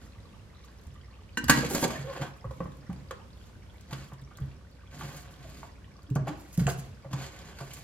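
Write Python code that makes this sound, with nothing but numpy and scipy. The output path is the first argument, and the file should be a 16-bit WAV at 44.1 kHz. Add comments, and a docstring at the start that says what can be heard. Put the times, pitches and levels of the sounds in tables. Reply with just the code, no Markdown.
"""Wet rustling, slaps and hollow booms: hands clear fruit peel out of a steel kitchen sink, near a phone.
A knife clatters into the basin, fingers sweep the scraps together and tap the drain strainer,
and a handful is dumped into the second basin. The thin steel floor booms under every push,
sliding peel rasps and juice crackles. A small kitchen and its low hum lie behind."""
import sys
import numpy as np
from scipy import signal
from scipy.fft import rfft, irfft, next_fast_len
from scipy.io import wavfile
from scipy.ndimage import uniform_filter1d

SR = 44100
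rng = np.random.default_rng(int(sys.argv[2]) if len(sys.argv) > 2 else 0)


def to_wav(s):
    """Save 16-bit WAV."""
    ch = np.atleast_2d(s).T  # columns
    pcm = np.round(np.clip(ch, -1, 1) * 32767)  # PCM
    wavfile.write(sys.argv[1], SR, pcm.astype(np.int16))


N = 345303
TIME = np.arange(N) / SR
AGE = np.arange(int(.45 * SR)) / SR  # seconds since one short sound began

# ringing notes of the basin wall and the steel panel: f/Hz, level/dB, t60/s (time to fade by 60 dB)
WALL_NOTES = [(226.5, 10, 0.07), (250, 5.5, 0.075), (297.4, -7.5, 0.41), (352, -9, 0.2), (480, -7, 0.11)]
PANEL_NOTES = [(647, -5, 0.077), (934, 2.5, 0.11), (1178, 2, 0.12), (1313, 6.5, 0.11), (1534, -4.5, 0.22),
               (1530, -3.5, 0.18), (1637, 7, 0.15), (1890, -1.5, 0.067), (2160, -21, 0.2),
               (2420, -20, 0.27), (2530, -6.5, 0.21), (2810, -5, 0.1), (3440, -32, 0.056),
               (4070, 5.5, 0.04)]
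# tone curves of rubbed steel, fizzing juice, crisp clicks and sticky fruit: f/Hz, level/dB
RUB_TONE = [(150, -33.5), (350, 5.5), (520, 2.5), (680, 3), (850, 1.5), (1050, 1), (1300, -0.5),
            (1550, -1.5), (2100, -6.5), (3200, -7.5), (5000, -18.5), (12000, -40)]
FIZZ_TONE = [(700, -40.5), (2000, 7.5), (3500, 2.5), (4700, 6), (5600, -1), (6800, 5.5), (8500, -4.5),
             (12000, -3.5), (14000, -11), (16000, -49.5)]
CRISP_TONE = [(4000, -4), (6500, 4), (9000, 0), (11000, 3.5), (13500, -1.5), (15500, -12)]
STICKY_TONE = [(900, -21), (1800, 3), (4200, -3), (6500, -9), (9000, -18.5), (13000, -14), (15500, -18)]


def undb(db):
    """Turn decibels into a gain."""
    return 10 ** (np.asarray(db) / 20)


def unit(x):
    """Scale to an average (rms) level of 1."""
    return x / np.sqrt(np.mean(x ** 2))


def at_level(x, db, size=660):
    """Scale a sound so that its start (15 ms by default) has this level."""
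    return x * undb(db) / np.sqrt(np.mean(x[:size] ** 2))


def fade(t60):
    """Die away by 60 dB in t60 seconds."""
    return np.exp(-np.log(1000) * AGE / t60)


def onset(rise_s):
    """Rise from silence; a softer contact rises more slowly."""
    return 1 - np.exp(-AGE / rise_s)


def burst(t60):
    """Noise that dies away."""
    return rng.standard_normal(len(AGE)) * fade(t60)


def add(track, s, x):
    """Mix a sound in at s seconds."""
    i = int(s * SR)
    track[i:i + len(x)] += x[:N - i]


def dull(x, hz, order=2):
    """Turn down the treble above hz."""
    return signal.sosfilt(signal.butter(order, hz, fs=SR, output="sos"), x)


def colour(x, tone):
    """Filter a sound through a tone curve."""
    n = 2 * next_fast_len(x.shape[-1])
    hz, db = np.transpose(tone)
    bin_hz = np.arange(n // 2 + 1) * SR / n
    curve_db = np.interp(np.log(bin_hz + 1), np.log(hz), db)
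    # folding the cepstrum makes the filter ring only after a hit, never before
    cepstrum = irfft(np.log(undb(curve_db)))
    cepstrum[1:n // 2] *= 2
    cepstrum[n // 2 + 1:] = 0
    return irfft(rfft(x, n) * np.exp(rfft(cepstrum)))[..., :x.shape[-1]]


def resonate(x, hz, q):
    """Pick out one pitch; a higher q rings longer."""
    return signal.lfilter(*signal.iirpeak(hz, q, fs=SR), x)


def crack(hz, t60, q):
    """A very short smack around one pitch."""
    return resonate(burst(t60)[:2048], hz, q)


def ring(notes, scatter_db=2, detune=0.0054):
    """Steel struck at a new spot: each note gets its own strength, sign and slight mistuning."""
    out = np.zeros(len(AGE))
    for hz, db, t60 in notes:
        strength, tuning, sign = rng.standard_normal(3)
        wave = np.sin(2 * np.pi * hz * (1 + detune * tuning) * AGE)
        out += np.sign(sign) * undb(db + scatter_db * strength) * fade(t60) * wave
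    return out


def wander(per_s):
    """A smooth random drift with a spread near 1."""
    step = int(SR / per_s)
    stairs = np.repeat(rng.standard_normal(N // step + 1), step)
    return unit(uniform_filter1d(stairs, step)[:N])


def grains(size, per_s, spread_db):
    """Tiny random clicks of very unequal strength."""
    strength = undb(spread_db * np.minimum(rng.exponential(size=size), 4))
    return unit(rng.standard_normal(size) * strength * (rng.random(size) < per_s / SR))


def effort(start, length, grip_s, ease_db_per_s=16, let_go_s=0.029):
    """Strength of one hand movement: it takes hold, eases off as the hand slows, and lets go."""
    age = np.maximum(TIME - start, 0)
    hold = undb(-ease_db_per_s * np.minimum(age, length))
    release = np.exp(-np.maximum(age - length, 0) / let_go_s)
    return np.minimum(age / grip_s, 1) * hold * release


def diffuse(size, alike_hz=350, alike=.95):
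    """Noise from all sides: left and right are alike in the bass, unrelated in the treble."""
    mid, side = rfft(rng.standard_normal((2, size)))
    hz = np.arange(len(mid)) * SR / size
    likeness = alike / (1 + (hz / alike_hz) ** 2)
    common = mid * np.sqrt(1 + likeness)
    opposite = np.array([[1], [-1]]) * side * np.sqrt(1 - likeness)
    return irfft(common + opposite, size) / np.sqrt(2)


def kitchen(air_db=-51, waver_db=1, hum_hz=60, hum_db=-56):
    """Gently wavering room noise and the hum of an appliance."""
    # tone of the room noise: f/Hz, level/dB
    air_tone = [(25, -33.5), (45, -4.5), (62, -1), (95, 2.5), (140, -13), (195, -7), (290, -17), (560, -17),
                (750, -26.5), (1000, -23.5), (1600, -28), (5500, -35), (9000, -41.5), (13500, -47),
                (16000, -63)]
    air = unit(colour(diffuse(N, alike_hz=566, alike=0.89), air_tone))
    hum = np.sqrt(2) * np.sin(2 * np.pi * hum_hz * TIME)
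    return air * undb(air_db + waver_db * wander(4.13)) + hum * undb(hum_db)


def echoes(x, bass_t60=0.47, treble_t60=0.096, early_t60=0.035, early_db=5, first_s=0.0022, gain_db=-6):
    """Sound bounces quickly between the basin walls, then dies away in the small kitchen."""
    noise = diffuse(len(AGE))
    bass = dull(noise, 1500, order=1)
    tail = bass * fade(bass_t60) + (noise - bass) * fade(treble_t60)
    early = undb(early_db) * diffuse(len(AGE)) * fade(early_t60)
    echo = unit((tail + early) * (AGE > first_s)) / np.sqrt(len(AGE))
    echo = colour(echo, [(160, -8.5), (260, -1.0), (420, -5.0), (8000, 5.0), (15000, -8.0)])
    return undb(gain_db) * signal.fftconvolve(x[None], echo, axes=1)[:, :N]


def bubbles(count=540, db=-64.5, scatter_db=4.5, low_hz=800, high_hz=5500, cycles=16, rise=.12):
    """Tiny bubbles burst in the film of juice, each a brief rising blip."""
    out, age = np.zeros(N), AGE[:3000]
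    for when, pitch, strength in rng.random((count, 3)):
        hz = low_hz * (high_hz / low_hz) ** pitch
        life = np.minimum(age * hz / cycles, 2)
        blip = np.sin(2 * np.pi * hz * age * (1 + rise * life)) * life * np.exp(-np.log(1000) * life)
        tilt_db = -2 * np.log2(hz / low_hz)  # higher blips are quieter
        add(out, when * N / SR, at_level(blip, db + scatter_db * (2 * strength - 1) + tilt_db))
    return out


def sticky_fingers(per_s=26, spread_db=1.5, q=6, grip_s=0.049):
    """Threads of juice part between fingers and fruit: sparse tiny clicks at ten pitches."""
    # fingers squeezing the fruit: start/s, length/s, level/dB
    squeezes = [(0, 0.21, -68), (0.54, 0.42, -68), (1.09, 0.41, -69), (1.87, 0.32, -57), (2.5, 0.22, -69),
                (3.234, 0.17, -73.5), (3.71, .5, -65.5), (4.266, 0.25, -68), (4.68, 0.19, -71),
                (4.98, 0.46, -66)]
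    squeezing = sum(undb(db) * effort(start, length, grip_s) for start, length, db in squeezes)
    clicks = sum(unit(resonate(grains(N, per_s, spread_db), hz, q)) * np.sqrt(hz)
                 for hz in np.geomspace(1400, 12000, 10))
    return unit(colour(clicks, STICKY_TONE)) * squeezing


def ticks(t60=0.0081):
    """Tiny bright clicks: the knife ticking on steel, and wet peel coming loose."""
    # clicks of the knife and the peel: t/s, level/dB
    clicks = [(.648, -62), (.657, -68), (.716, -73), (.778, -74), (.814, -69), (.836, -68), (0.869, -63),
              (.94, -69), (1.442, -40.5), (1.483, -39), (2.452, -72), (2.77, -67), (3.283, -75),
              (4.712, -72), (2.929, -61), (3.1092, -59), (3.81, -60.5), (4.134, -61), (4.216, -65),
              (4.372, -55.5), (4.403, -64), (6.031, -67), (6.102, -59.5), (6.154, -47.5), (6.284, -67),
              (6.576, -45)]
    out = np.zeros(N)
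    for s, db in clicks:
        add(out, s, at_level(colour(burst(t60)[:4096], CRISP_TONE), db))
    return out


def rustle(flutter_db=5.5, grip_s=0.049):
    """Thin peel slides over peel with a fine, bright crackle."""
    # sliding movements: start/s, length/s, level/dB
    slides = [(0, 0.075, -66.5), (.62, .28, -81), (1.677, 0.18, -40.5), (1.86, 0.59, -63.5),
              (2.5, 0.33, -72.5), (3.326, 0.17, -73), (3.92, 0.19, -67), (4.965, 0.26, -55),
              (5.27, 0.12, -74), (5.455, 0.16, -61), (6.37, 0.14, -59), (6.5, 0.15, -52.5),
              (6.681, 0.015, -38), (6.75, 0.041, -52), (7.184, 0.061, -71), (7.613, 0.37, -58.5)]
    sliding = sum(undb(db) * effort(start, length, min(grip_s, length)) for start, length, db in slides)
    crisp = unit(colour(grains(N, 2200, 2.3), CRISP_TONE))
    return crisp * sliding * undb(flutter_db * wander(63))


def judders(width_hz=22):
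    """A finger slips in quick, uneven jerks, making the panel give a short groan that glides in pitch."""
    # fingers and peel juddering on steel: start/s, length/s, f/Hz, glide/octaves, level/dB
    groans = [(1.565, 0.054, 479.4, 0.0028, -38.5), (1.613, 0.061, 498, -0.07, -40.5),
              (1.711, 0.035, 375.2, -0.015, -35.5), (1.899, 0.093, 655, 0.049, -45.5),
              (1.938, 0.034, 1734, .06, -43.5), (2.03, 0.05, 482, 0.087, -45.5),
              (2.065, 0.07, 558.6, -0.081, -41.5), (2.08, 0.054, 1110, -0.12, -47),
              (2.13, 0.14, 498, 0.17, -49), (2.198, 0.073, 738, -0.13, -48), (3.191, 0.036, 702, 0.43, -59),
              (5.436, 0.039, 648, 0.053, -52), (6.074, 0.081, 287, -0.053, -47),
              (6.268, 0.084, 306, 0, -43), (6.36, 0.11, 319, -0.045, -56)]
    out = np.zeros(N)
    for s, length, hz, glide, db in groans:
        travel = np.minimum(AGE / length, 1)
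        tone = np.exp(2j * np.pi * np.cumsum(hz * 2 ** (glide * travel)) / SR)
        # keep the slips near the pitch; reversing skips the filter's slow start
        wobble = dull(grains(len(AGE), 2300, 0.55) / tone, width_hz)[::-1]
        groan = np.real(wobble * tone) * np.sin(np.pi * travel)
        add(out, s, at_level(groan, db, size=int(length * SR)))
    return out


def flicks(wet, count=480, relative_db=-7, scatter_db=7, low_hz=1800, high_hz=12000):
    """Wet edges of dragged peel flick free at random, each with its own pitch and strength."""
    out = np.zeros(N)
    for when, pitch, strength in rng.random((count, 3)):
        flick = crack(low_hz * (high_hz / low_hz) ** pitch, t60=0.005, q=2.5)
        add(out, when * N / SR, at_level(flick, relative_db + scatter_db * (2 * strength - 1)))
    return colour(out, STICKY_TONE) * wet


def sweep(jerk_db=5.5, panel_db=2, panel_q=30, catch_db=-1, stick_db=-47):
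    """Dragged peel makes the floor rumble, the panels rasp and the water fizz; pressed hard, it jerks."""
    # hand strokes: start/s, length/s, grip time/s, rumble/dB, rubbing/dB, fizz/dB
    strokes = [(0, 0.042, 0.016, -51, -61, -63), (0.62, 0.28, 0.04, -76, -67, -74),
               (1.472, 0.19, .03, -34.5, -46, -38.5), (1.706, 0.12, 0.044, -40, -43.5, -44.5),
               (1.88, 0.12, 0.027, -54, -44, -49), (2.037, 0.21, 0.042, -51.5, -44, -57),
               (2.186, 0.037, 0.031, -38, -43.5, -55.5), (2.527, .28, 0.043, -46.5, -75.5, -73),
               (2.885, 0.11, 0.047, -49, -79.5, -70), (3.353, 0.134, 0.14, -61, -69, -63),
               (3.873, .17, 0.047, -50, -54, -56), (4.353, 0.21, 0.026, -50.5, -62.5, -79),
               (4.901, 0.15, 0.025, -45.5, -53.5, -57), (4.986, .24, 0.027, -48.5, -51, -54.5),
               (5.208, 0.24, .06, -55.5, -58.5, -73), (5.38, 0.29, 0.097, -48, -58, -56.5),
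               (6.251, 0.048, 0.042, -36, -40.5, -52), (6.336, 0.74, .06, -65, -64.5, -63.5),
               (6.596, 0.011, 0.0053, -46, -44, -51.5), (6.664, 0.056, .03, -66, -62.5, -73),
               (6.778, 0.049, .02, -42, -80, -61), (7.101, 0.1, 0.012, -38.5, -53.5, -59.5),
               (7.163, 0.077, 0.073, -61, -43.5, -44.5), (7.268, 0.25, 0.098, -48.5, -50.5, -55.5),
               (7.538, .32, 0.065, -56, -54, -55)]
    # the hands never quite rest: rumble/dB, rubbing/dB, fizz/dB
    fidget_db = (-61, -71.5, -96)
    # tone of the rumbling basin floor: f/Hz, level/dB
    rumble_tone = [(50, -19), (105, -28), (138, 6.5), (190, -13), (270, -10), (350, -22), (500, -34),
                   (1000, -75)]
    moving = sum(undb(levels)[:, None] * effort(start, length, grip)
                 for start, length, grip, *levels in strokes)
    push, rub, wet = np.hypot(moving, undb(fidget_db)[:, None])
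    sticking = rub / (rub + undb(stick_db))
    jerks = undb(jerk_db * sticking * wander(70))
    rumble = unit(colour(grains(N, 730, 1.96), rumble_tone))
    slips = colour(grains(N, 3000, 1.1) * undb(2.6 * sticking * wander(160)), RUB_TONE)
    panels = sum(resonate(slips, hz, panel_q) for hz in (552, 709, 1077, 1530, 1696))
    rasp = unit(slips + undb(panel_db) * panels)
    # ridges of the peel catch and let go in bursts a few milliseconds long
    catches = unit(signal.fftconvolve(np.abs(grains(N, 90, 2.6)), fade(.014))[:N])
    water = grains(N, 6000, 4.5)
    crackle = undb(catch_db) * sticking * catches * rng.standard_normal(N)
    fizz = unit(colour(water + crackle, FIZZ_TONE))
    return jerks * (rumble * push + rasp * rub + fizz * wet) + flicks(wet)


def spatter(t60, squeeze_s=0.0027):
    """Juice squeezed out by a hit gives a short fizz."""
    return colour(grains(len(AGE), 6900, 2.7) * fade(t60) * onset(squeeze_s), FIZZ_TONE)


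def strainer(tick_t60=0.011, rattle_db=-8, rattle_t60=0.11, contact_s=0.00082):
    """The strainer clunks against the drain and rattles briefly in its seat."""
    # finger taps: t/s, clunk/dB, wet tick/dB, treble limit/Hz
    taps = [(2.443, -40, -74, 1510), (2.509, -41.5, -59, 1500), (2.6027, -33.5, -64, 1370),
            (2.655, -43.5, -77, 2200), (3.1095, -38, -50, 4500)]
    # ringing notes of the strainer: f/Hz, level/dB, t60/s
    notes = [(486, -6, 0.24), (524, 6.5, 0.1), (620, -10, 0.07), (1031, 2.5, 0.088), (1112, 6, 0.048),
             (1276, -10, 0.21), (1930, -9, 0.043)]
    out = np.zeros(N)
    for s, clunk_db, tick_db, dull_hz in taps:
        rattle = colour(burst(rattle_t60), RUB_TONE)
        clunk = at_level(ring(notes), 0) + at_level(rattle, rattle_db)
        clunk = dull(clunk * onset(contact_s), dull_hz)  # its rubber rim softens the hit
        add(out, s, at_level(clunk, clunk_db) + at_level(spatter(tick_t60), tick_db))
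    return out


def smacks(t60=0.0047, q=4.9):
    """Stiff wet rind lands flat on the steel: a sharp smack that is over at once."""
    # rind landing: t/s, level/dB, f/Hz
    landings = [(2.93, -56, 1090), (2.931, -62, 2370), (3.1092, -41.5, 1220), (3.1092, -58.5, 3000),
                (4.386, -51.5, 1050), (5.010, -44, 1150), (5.34, -61, 4100), (5.631, -44.5, 960),
                (5.991, -58.5, 1190), (6.6682, -35, 1650), (6.668, -38.5, 2640), (6.6687, -39.5, 6760),
                (7.13, -52, 5240), (7.605, -50, 1000), (7.713, -54, 2860)]
    out = np.zeros(N)
    for s, db, hz in landings:
        add(out, s, at_level(dull(crack(hz, t60, q), 2.1 * hz), db))
    return out


def slaps(q=8, broad_db=-8, contact_s=0.00018, juice_t60=0.032):
    """Wet pieces land: a dull knock around one note of the panel, and a spatter of juice."""
    # pieces landing: t/s, slap/dB, f/Hz, juice/dB
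    landings = [(1.572, -36.5, 480, -36.5), (1.629, -38, 474, -57), (1.707, -37, 528, -44),
                (1.748, -34, 520, -43), (1.827, -28.5, 527, -36), (1.838, -30.5, 498, -29),
                (2.897, -47, 824, -66), (3.908, -48.5, 880, -52), (3.927, -42.5, 1290, -44),
                (4.117, -48, 1010, -83), (4.31, -53.5, 1310, -74), (5.012, -43.5, 850, -58),
                (5.633, -48, 686, -79), (6.158, -33.5, 620, -50.5), (6.269, -35, 695, -54),
                (6.278, -34.5, 622, -46), (6.576, -43.5, 237, -63), (6.593, -45.5, 1490, -45.5),
                (6.668, -34, 426, -58), (6.675, -29, 680, -50), (6.686, -39, 1490, -43),
                (6.696, -60, 675, -40.5), (7.045, -45, 545, -85), (7.131, -38.5, 1020, -44),
                (7.586, -50, 1500, -51.5), (7.606, -42, 680, -50.5)]
    out = np.zeros(N)
    for s, db, hz, juice_db in landings:
        t60 = 0.1 * 2 ** ((db + 47) / 48)  # heavier, louder pieces settle more slowly
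        force = burst(t60) * onset(contact_s)
        body = dull(colour(force, RUB_TONE), 2.1 * hz, order=3)  # lower knocks have less treble
        knock = resonate(body, hz, q) + undb(broad_db) * body
        add(out, s, at_level(knock, db) + at_level(spatter(juice_t60), juice_db))
    return out


def knocks(contact_s=0.00036):
    """The bouncing knife, knuckles and hard rind knock on the basin: the wall booms, the panel rings."""
    # hits, duller when soft: t/s, wall/dB, panel/dB, treble limit/Hz
    hits = [(1.439, -35.5, -54, 2500), (1.573, -28.5, -37, 2500), (1.628, -36.5, -42, 1400),
            (1.7035, -32, -44, 1100), (1.7475, -28, -33.5, 2000), (1.8265, -25, -33, 1200),
            (1.847, -30, -36, 1700), (3.927, -43, -52, 1500), (6.158, -32, -45, 1100)]
    out = np.zeros(N)
    for s, wall_db, panel_db, dull_hz in hits:
        panel = dull(ring(PANEL_NOTES, scatter_db=-1.0), dull_hz)
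        knock = at_level(ring(WALL_NOTES), wall_db) + at_level(panel, panel_db)
        add(out, s, knock * onset(contact_s))
    return out


def thuds(floor_hz=137, floor_t60=0.22, push_s=0.0042, sag=0.088, sag_s=0.0061, overtone_db=-17):
    """A soft weight lands on the basin floor: the pitch sags as it settles, and the steel rings on."""
    # soft blows: t/s, level/dB, f/Hz
    blows = [(0.866, -40.5, 77.6), (0.975, -47, 82), (1.435, -35.5, 144), (1.458, -34.5, 74),
             (1.497, -20.5, 146.5), (1.571, -30.5, 141), (1.751, -32, 140.4), (1.83, -29, 174),
             (1.991, -34.5, 135), (2.042, -39.5, 139), (2.449, -32.5, 119), (2.471, -37.5, 66.6),
             (2.604, -32.5, 171), (2.655, -38, 158), (2.893, -30.5, 178), (3.924, -32.5, 134.3),
             (4.124, -40, 133.3), (4.22, -43, 130), (4.411, -29.5, 131.4), (4.413, -36.5, 65),
             (5.037, -37, 135), (6.109, -23, 128), (6.159, -21.5, 139), (6.208, -29, 126.3),
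             (6.578, -18.5, 160.5), (6.611, -19, 138.3), (6.66, -24, 132.4), (6.781, -33.5, 142.4),
             (7.058, -39.5, 133), (7.134, -29, 135.3), (7.61, -36.5, 134.4)]
    # the floor's own notes: f/Hz, level/dB, t60/s
    floor_notes = [(137, -13.5, 0.65), (170, -8.5, 0.045), (67.55, -22.5, 1)]
    out = np.zeros(N)
    ringing = sum(undb(db) * fade(t60) * np.sin(2 * np.pi * hz * AGE) for hz, db, t60 in floor_notes)
    for s, db, hz in blows:
        t60 = floor_t60 * min(floor_hz / hz, 1) ** 4.8  # stiffer, higher spots die away sooner
        phase = 2 * np.pi * np.cumsum(hz * (1 + sag * np.exp(-AGE / sag_s))) / SR
        boom = np.sin(phase) * fade(t60)
        overtone = undb(overtone_db) * np.sin(3.2 * phase) * fade(t60 / 2)
        add(out, s, at_level((boom + overtone + ringing) * onset(push_s), db))
    return dull(out, hz=420)


def knife(clash_t60=0.038, shimmer_t60=.16, shimmer_db=-5, contact_s=0.00086):
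    """Steel hits steel: a short clash, the blade clinks, the thin sheet rings and the wall booms."""
    # the knife hitting the basin: t/s, clash/dB, blade/dB, sheet/dB, wall/dB
    hits = [(1.372, -29, -28.5, -58, -31.5), (1.483, -33, -33, -37, -45), (1.4957, -10, -24.5, -22.5, -17),
            (1.5012, -33, -48, -23.5, -32), (1.522, -43, -48.5, -46.5, -46)]
    # ringing notes of the blade: f/Hz, level/dB, t60/s
    blade_notes = [(1254, -11, .09), (1540, 0, 0.12), (1645, -4, 0.037), (1820, -17, 0.031),
                   (2864, 2.5, 0.05), (4120, -11, 0.028), (6640, -6.5, .05)]
    # tones of the clash and of the shimmering sheet steel: f/Hz, level/dB
    clash_tone = [(150, -12), (400, -9.5), (700, -4), (950, 5), (1300, -6), (1600, 6.5), (2300, -4),
                  (3000, -10.5), (3900, -5.5), (5500, -9.5), (7000, -8.5), (12000, -13.5), (15500, -27)]
    shimmer_tone = [(500, -22), (800, -25), (950, 2), (1300, -14), (1580, -19), (1950, 17), (2400, -2),
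                    (3900, -51), (5500, -58.5), (12000, 0.5), (15500, -32)]
    out = np.zeros(N)
    for s, clash_db, blade_db, sheet_db, wall_db in hits:
        clash = at_level(colour(burst(clash_t60), clash_tone), clash_db)
        shimmer = at_level(colour(burst(shimmer_t60), shimmer_tone), shimmer_db)
        sheet = at_level(at_level(ring(PANEL_NOTES), 0) + shimmer, sheet_db)
        blade = at_level(ring(blade_notes), blade_db)
        wall = at_level(ring(WALL_NOTES), wall_db)
        add(out, s, (clash + blade + sheet + wall) * onset(contact_s))
    return out


def two_mics(x, lag_ms=0.066):
    """Sound reaches the phone's nearer microphone first and the farther one a moment later."""
    n = next_fast_len(N)
    hz = np.arange(n // 2 + 1) * SR / n
    delay = np.exp(-2j * np.pi * hz * lag_ms / 1000)
    return np.array([x, irfft(rfft(x, n) * delay, n)[:N]])


def scene(direct_db=-1.5):
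    """The first basin lies left of the phone, the second to its right."""
    # when the hands work in the second basin: t/s, share of the sound/(0 to 1)
    second_basin = [(6.2, 0), (6.45, 1), (6.85, 1), (7.0, 0)]
    # microphone sensitivity: left/dB, right/dB
    mic_db = [-.55, .55]
    blows = knife() + knocks() + thuds() + slaps() + smacks() + strainer()
    sink = blows + sweep() + judders() + rustle() + ticks() + sticky_fingers() + bubbles()
    share = np.interp(TIME, *np.transpose(second_basin))
    direct = two_mics(sink * (1 - share)) + two_mics(sink * share)[::-1]
    return (undb(direct_db) * direct + echoes(sink) + kitchen()) * undb(mic_db)[:, None]


def record(dry, ceiling=0.84, top_hz=15900):
    """The phone rounds off the loudest peaks and cuts the highest treble."""
    rounded = ceiling * np.tanh(dry / ceiling)
    return signal.sosfilt(signal.ellip(8, .2, 80, top_hz, fs=SR, output="sos"), rounded)


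dry = scene()
out = record(dry)
to_wav(out)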